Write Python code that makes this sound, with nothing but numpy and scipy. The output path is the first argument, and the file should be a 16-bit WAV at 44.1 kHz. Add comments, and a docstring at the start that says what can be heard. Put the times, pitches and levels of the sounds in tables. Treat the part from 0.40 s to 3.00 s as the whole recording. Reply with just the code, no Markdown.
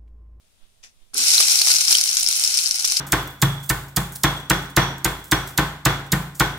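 """A soft bump and the spit of one stray drop come first; then sliced onion lands in hot oil and sizzles.
The water in the slices boils off as thousands of tiny bursts, with louder pops of steam among them.
The walls of the deep pan and the kitchen throw each burst back. Under it all lie a faint hiss and the
rumble of a hand-held microphone with two openings, left and right. The biggest pops overload it."""
import sys
import numpy as np
from scipy import signal
from scipy.io import wavfile
from scipy.ndimage import uniform_filter1d, minimum_filter1d

SR = 44100
rng = np.random.default_rng(int(sys.argv[2]) if len(sys.argv) > 2 else 0)


def transcribe(signal):
    """Save signal, clipped to [-1, 1], as a 16-bit WAV file at the path in sys.argv[1]."""
    frames = np.atleast_2d(signal).T
    limited = np.clip(frames, -1, 1)
    pcm = np.round(limited * 32767).astype(np.int16)
    wavfile.write(sys.argv[1], SR, pcm)


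N = 114660
T = np.arange(N) / SR
HIGHEST_HZ = 15750

# how hard the oil boils (time [s], fizz level [dB], crackle level [dB])
BOIL = [(.734, -70, -70), (0.737, -38, -57), (0.759, -30.5, -29.5), (.782, -25.5, -21.5), (.83, -18, -35),
        (.9, -19, -17.5), (1.02, -16, -26.5), (1.06, -19, -24), (1.14, -18, -21.5), (1.235, -22.5, -25.5),
        (1.29, -20.5, -16.5), (1.38, -22, -23), (1.46, -23, -25.5), (1.524, -19.5, -14),
        (1.6, -25.5, -24.5), (1.73, -25.5, -24.5), (1.9, -27, -24), (2.1, -24, -26), (2.18, -24, -29.5),
        (2.24, -27.5, -25.5), (2.42, -31.5, -26), (2.6, -23.5, -28)]
# ringing of the pan's air and wall (pitch [Hz], level [dB], time to fade by 60 dB [s])
PAN_RING = [(671, -52, 0.083), (782, -51.5, 0.21), (1455, -41, 0.029), (2196, -56, 0.06),
            (2480, -67, 0.045), (3060, -41, 0.089), (5200, -53, 0.051)]
# tone colour of the bursts (frequency [Hz], level [dB])
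SIZZLE_COLOUR = [(59, -67), (100, -32), (319, -28.5), (386, -28.5), (519, -28.5), (774, -19.5), (861, -22),
                 (1130, -21), (1430, -15.5), (1920, -17.5), (2220, -9.5), (3120, -13.5), (3390, -12),
                 (4370, -2.5), (4960, -3.5), (5400, 3), (6810, -3.5), (9540, -6.5), (11800, -13),
                 (13700, -14.5), (15500, -28.5)]
# tone colour of the ticks of spattering oil (frequency [Hz], level [dB])
TICK_COLOUR = [(150, -75), (800, -37), (3000, -9), (6000, -14), (9500, -2), (15000, -1.5)]

def sizzle():
    """Water boils off as dense fizz and sparser crackle that ring the pan; spattering oil ticks."""
    times, fizz_db, crackle_db = np.transpose(BOIL)
    fizz, crackle = (amp(np.interp(T, times, db)) * (T > times[0]) for db in (fizz_db, crackle_db))
    oil = bubbles(per_s=7000, spread_db=2, level=fizz, spots=20)
    oil += cut_bass(bubbles(per_s=560, spread_db=5.5, level=crackle, spots=32), hz=650)
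    oil += signal.fftconvolve(oil, ringing(PAN_RING)[None], axes=1)[:, :N]
    ticks = bubbles(per_s=70, spread_db=6, level=crackle, spots=12, echo_db=-8)
    return tint(oil, SIZZLE_COLOUR) + amp(-10) * tint(ticks, TICK_COLOUR)


def bubbles(per_s, spread_db, level, spots, echo_db=0, middle_hz=5923, biggest_db=14):
    """Bubbles of random size burst at random times; each spot in the oil has its own pitch."""
    out, power = np.zeros((2, N)), 0
    for place in np.linspace(-1, 1, spots):
        size = amp(np.minimum(spread_db * rng.exponential(1, N), biggest_db))
        clicks = size * rng.choice([-1, 1], N) * (rng.random(N) < per_s / spots / SR)
        hz = min(middle_hz * np.exp(0.826 * place), HIGHEST_HZ)
        shape = burst(hz, echo_db)
        out += signal.fftconvolve((clicks * level)[None], shape, axes=1)[:, :N]
        power += np.mean(clicks ** 2) * np.sum(shape ** 2) / 2
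    return out / np.sqrt(power)  # the average strength now follows level


def burst(hz, echo_db, cycles=2.8, ring=0.16):
    """One steam bubble breaks: a click and a few dying vibrations, with their echoes."""
    t = T[:512]
    snap = ring * np.exp(-t * hz / cycles) * np.cos(2 * np.pi * hz * t)
    snap[0] += 1
    return at_microphone(snap, echo_db)


# loud pops of steam (time [s], relative level [dB], ring pitch [Hz], share that rings [0-1],
# left over right [dB], relative thump level [dB])
POPS = [(0.744, -30, 10100, 0.34, -11.5, -58), (0.7794, -13.5, 5990.0, 0, -11, -56),
        (0.8818, -10.8, 5850, 0.1, -16, -49), (0.9445, -12, 5170, 0.55, 7, -54),
        (0.9799, -6.5, 4250, 0.79, -2, -24.5), (1.0028, -5, 5270, 0, 6, -11),
        (1.0074, -14, 5300, 0, -12, -54), (1.082, -15, 5900, 0.03, 3.5, -60.0),
        (1.1175, -10, 5950, 0, 9, -58), (1.1562, -15, 5860, 0.2, 12, -30),
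        (1.19, -13, 5250, 0.34, 7, -60.0), (1.2145, -15, 5400, 0.25, -11, -25.5),
        (1.217, -8.5, 4540, 0.63, -4, -42), (1.255, -21, 5750, 0.17, -10, -60.0),
        (1.2715, -11, 6500.0, 0.02, 0, -22.5), (1.2838, -9, 4650, 0.3, 6, -25.5),
        (1.3027, -9.5, 5200, 0, 4, -19.5), (1.3102, -21, 5200, 0.6, 21, -60.0),
        (1.33, -23, 5200, 0.5, 8, -60.0), (1.352, -20, 6100, 0.11, 8, -46),
        (1.3647, -13, 6040, 0.2, 7, -46.0), (1.4083, -10.5, 5640, 0, 2, -60.0),
        (1.452, -18, 5700, 0.1, 2, -63), (1.4806, -14, 5400, 0.9, 2, -41), (1.511, -10, 5380.0, 0, 1, -26),
        (1.525, -20, 4360, 0.44, 15, -55), (1.5495, -12, 3200, 1, 2, -55), (1.584, -12, 5480, 0.77, 3, -34),
        (1.6119, -11.5, 5500, 0.08, -3, -30), (1.6388, -14.9, 6260, 0.28, -1, -64),
        (1.69, -17.5, 5800, 1, 5, -60.0), (1.7695, -9.5, 7150, 0.43, 1, -39),
        (1.8317, -16, 9100, 0.15, -1, -60.0), (1.8637, -17, 5600, 0.6, 7, -60),
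        (1.8732, -18, 5380.0, 1, 12, -57), (1.8869, -11, 6630, 0, -4, -60.0),
        (1.9627, -21, 9500, 0.9, 1, -58), (1.9966, -24, 8800, 0.7, -9.5, -47.0),
        (2.0378, -11, 5400, 0.44, 2.5, -61), (2.049, -14.5, 5600, 1, 7, -64),
        (2.0755, -14.5, 6840, 0.08, 1, -60.0), (2.1413, -18, 5500, 1, 8.5, -62),
        (2.1731, -13, 9200, 0.04, -2, -66), (2.1795, -15.5, 5680.0, 0.5, 2.5, -48),
        (2.1886, -14.5, 4370, 0.33, 9, -55.0), (2.2598, -24, 5450, 0.8, 20.5, -61),
        (2.3105, -13, 5800, 0.58, 2, -70), (2.3973, -23.5, 5340.0, 1, 13, -58),
        (2.4451, -18, 5700, 0.96, -13.5, -28.5), (2.4495, -12, 5440, 0, 9, -50),
        (2.4754, -20, 5500, 0, -2, -55), (2.4998, -18, 5430, 1, 3, -53), (2.521, -15.5, 5600, 0, 6, -26.5),
        (2.569, -13.5, 4940, 0.7, 4, -53)]

def pops(ring_cycles=2.9, thump_s=0.00016):
    """Large bubbles snap with a short, high ring, often the left microphone opening resonating."""
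    out, t = np.zeros((2, N)), T[:SR // 80]
    for start, db, hz, ring_share, side_db, thump_db in POPS:
        echoes = echo_path(echo_db=0.5)
        age = t * hz / ring_cycles
        tone = np.sqrt(age) * np.exp(-age) * np.sin(2 * np.pi * hz * t)
        ring = signal.fftconvolve(echoes, tone[None], axes=1)
        snap = colour(echoes, SIZZLE_COLOUR)
        sides_db = np.array([[side_db], [-side_db]]) / 2
        level = amp(db + 1.5 + sides_db) * np.sqrt(0.003 * SR)  # 3 ms worth of energy
        for part, share in ((snap, 1 - ring_share), (ring, ring_share)):
            part = cut_bass(part, hz=2060)
            part /= np.linalg.norm(part, axis=1, keepdims=True)
            add(out, start, level * np.sqrt(share) * part)
        # a low thump, heard under the loudest pops as they overload the microphone
        thump_age = t / thump_s
        thump = (1 - 2 * thump_age + thump_age ** 2 / 2) * np.exp(-thump_age)
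        add(out, start, amp(thump_db + 21) * at_microphone(thump, echo_db=-6.5))
    return out


# tone colour of the stray drop (frequency [Hz], level [dB])
SPIT_COLOUR = [(200, -40), (500, -16), (975, -11.5), (1800, -6.5), (2600, -6.5), (4100, -11), (5800, 0),
               (7500, -9.5), (15000, -32)]

def spit(start_s=0.427, rise_s=0.013, decay_s=0.025):
    """One drop of water flashes into steam with a short hiss."""
    age = T - start_s
    level = np.clip(age / rise_s, 0, 1) * np.exp(-np.maximum(age - rise_s, 0) / decay_s)
    return amp(-42) * tint(bubbles(per_s=7000, spread_db=1.7, level=level, spots=12), SPIT_COLOUR)


# slices landing (time [s], level [dB])
LANDINGS = [(.735, -53), (0.751, -45.5), (.794, -41)]
# dull ring of the pan bottom (pitch [Hz], relative level [dB], time to fade by 60 dB [s])
BOTTOM_RING = [(269, -2, 0.29), (389, -5, 0.3), (447, -6, 0.25), (795, -1.5, 0.051), (1107, 4.5, 0.12),
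               (1320, 4.5, .06), (1500, 1.5, 0.042)]

def landings():
    """Soft slices pat the bottom of the pan and make it ring."""
    out = np.zeros((2, N))
    for start, db in LANDINGS:
        add(out, start, amp(db) * at_microphone(ringing(BOTTOM_RING)))
    return out


# bumps at the microphone (time [s], bump width [s], bump level [dB], rustle level [dB])
BUMPS = [(.238, 0.017, -37.5, -63.5), (.627, .016, -38.5, -66)]
# tone colour of the rustle (frequency [Hz], level [dB])
RUSTLE_COLOUR = [(500, -10), (2000, -16), (3500, -6), (4500, -19), (10000, -31)]

def handling():
    """Holding the microphone makes low bumps, mostly on the right, each with a longer, faint rustle."""
    out = np.zeros((2, N))
    for peak_s, width_s, bump_db, rustle_db in BUMPS:
        from_peak = (T - peak_s) / width_s
        out += amp([[bump_db - 26], [bump_db]]) * np.exp(-from_peak ** 2)
        rustle = tint(rng.standard_normal((2, N)), RUSTLE_COLOUR)
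        out += amp(rustle_db) * np.exp(-(from_peak / 2.6) ** 2) * rustle
    return out


# tone colour of the quiet kitchen (frequency [Hz], level [dB])
HISS_COLOUR = [(59, -55), (100, -9), (192, -1), (238, -2.5), (287, -8), (403, -5), (429, -8), (564, -8.5),
               (627, -5), (843, -11), (1840, -12.5), (3540, -6.5), (4190, -9.5), (9150, -11.5),
               (15500, -21.5)]
# tone colour of the microphone's rumble (frequency [Hz], level [dB])
RUMBLE_COLOUR = [(5, -15), (14, 1.5), (30, -29.5), (55, -22), (100, -22), (180, -43), (600, -71)]

def kitchen():
    """Faint steady hiss, and the rumble of a hand-held microphone, which grows as the steam rises."""
    steam = np.clip((T - BOIL[0][0]) * 10, 0, 1)
    hiss, rumble = rng.standard_normal((2, 2, N))
    hiss = amp(-64.5) * unit(colour(hiss, HISS_COLOUR))
    rumble = amp([[-63.5], [-56.5]]) * unit(colour(rumble, RUMBLE_COLOUR, size=16384))
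    return hiss + amp(5.5 * steam) * rumble


def echo_path(echo_db, size=8192, lag_s=0.00022, wall_decay_s=0.0014, room_fade_s=0.071):
    """A click in the pan arrives directly, then off the pan wall, then from around the room."""
    t = T[:size]
    wall, room = rng.standard_normal((2, 2, size))
    wall = unit(wall * (1 - np.exp(-t / lag_s)) * np.exp(-t / wall_decay_s))
    room = unit(room * (1 - np.exp(-t / wall_decay_s)) * amp(-60 * t / room_fade_s))
    out = amp(echo_db) * (amp(-1.5) * wall + amp(-6.5) * room) / np.sqrt(size)
    out[:, 0] += 1  # the direct sound
    right_delay_s = abs(lag_s + 0.00007 * rng.standard_normal())
    out[1] = np.roll(out[1], round(right_delay_s * SR))
    return out


def at_microphone(sound, echo_db=0):
    """Carries a sound from one spot in the pan to both openings, with echoes."""
    return signal.fftconvolve(echo_path(echo_db), sound[None], axes=1)


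def ringing(tones):
    """Tones that die away after one tap."""
    t = T[:SR // 2]
    return sum(amp(db - 60 * t / fade_s) * np.cos(2 * np.pi * hz * t) for hz, db, fade_s in tones)


def colour(x, points, scale=1, size=4096):
    """Turns each frequency up or down along a curve of (frequency [Hz], level [dB]) points."""
    hz, db = np.transpose(points)
    freqs = abs(np.fft.fftfreq(size, 1 / SR))
    log_gain = np.log(amp(scale * np.interp(np.log(freqs + 1), np.log(hz + 1), db)))
    # this filter rings only after a click, never before it
    taps = np.fft.ifft(np.exp(np.conj(signal.hilbert(log_gain)))).real[:size // 2]
    return signal.fftconvolve(x, taps if x.ndim == 1 else taps[None], axes=-1)[..., :x.shape[-1]]


def tint(x, points):
    """Colours an even, hiss-like sound and keeps its level."""
    return colour(x, points) / np.linalg.norm(colour(signal.unit_impulse(SR // 10), points))


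def cut_bass(x, hz):
    """Weakens everything below hz."""
    return signal.sosfilt(signal.butter(2, hz, "high", fs=SR, output="sos"), x)


def amp(db):
    """Turns decibels into a number to multiply by."""
    return 10 ** (np.asarray(db) / 20)


def unit(x):
    """Scales a sound to an average strength (rms) of 1."""
    return x / np.sqrt(np.mean(x ** 2) + 1e-20)


def add(mix, start_s, sound):
    """Mixes a sound in at the given time."""
    part = mix[:, round(start_s * SR):][:, :sound.shape[-1]]
    part += sound[..., :part.shape[1]]


def scene():
    """Everything that reaches the microphone."""
    return sizzle() + pops() + spit() + landings() + kitchen() + handling()


# tone contrast of the two openings; each takes a share (frequency [Hz], left over right [dB])
SIDE_CONTRAST = [(100, 2), (800, 2), (1500, 1.5), (1900, 6), (2300, 3.5), (3000, 1.5), (3900, 6),
                 (4500, 4.5), (4950, 9.5), (5300, 3.5), (5700, 6), (6200, 4), (7600, 0.5), (9400, -10),
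                 (11500, -5.5), (12900, -2), (14400, 7.5), (15600, 14)]

def record(dry, ceiling=0.92, recovery_s=0.0006):
    """Each opening colours the sound; the loudest pops are turned down and the top treble is cut."""
    sound = np.array([colour(dry[0], SIDE_CONTRAST, 0.36), colour(dry[1], SIDE_CONTRAST, -0.59)])
    overload = np.log(abs(sound) / ceiling + 1e-9)
    recovery = T / recovery_s
    turn_down = np.maximum.accumulate(overload + recovery, axis=1) - recovery  # eases off after a peak
    held = -minimum_filter1d(-np.maximum(turn_down, 0), size=15, axis=1)
    sound /= np.exp(uniform_filter1d(held, size=15, axis=1))
    treble_cut = signal.firwin(511, HIGHEST_HZ, window=("kaiser", 9), fs=SR)
    return signal.oaconvolve(sound, treble_cut[None], "same")


dry = scene()
out = record(dry)
transcribe(out)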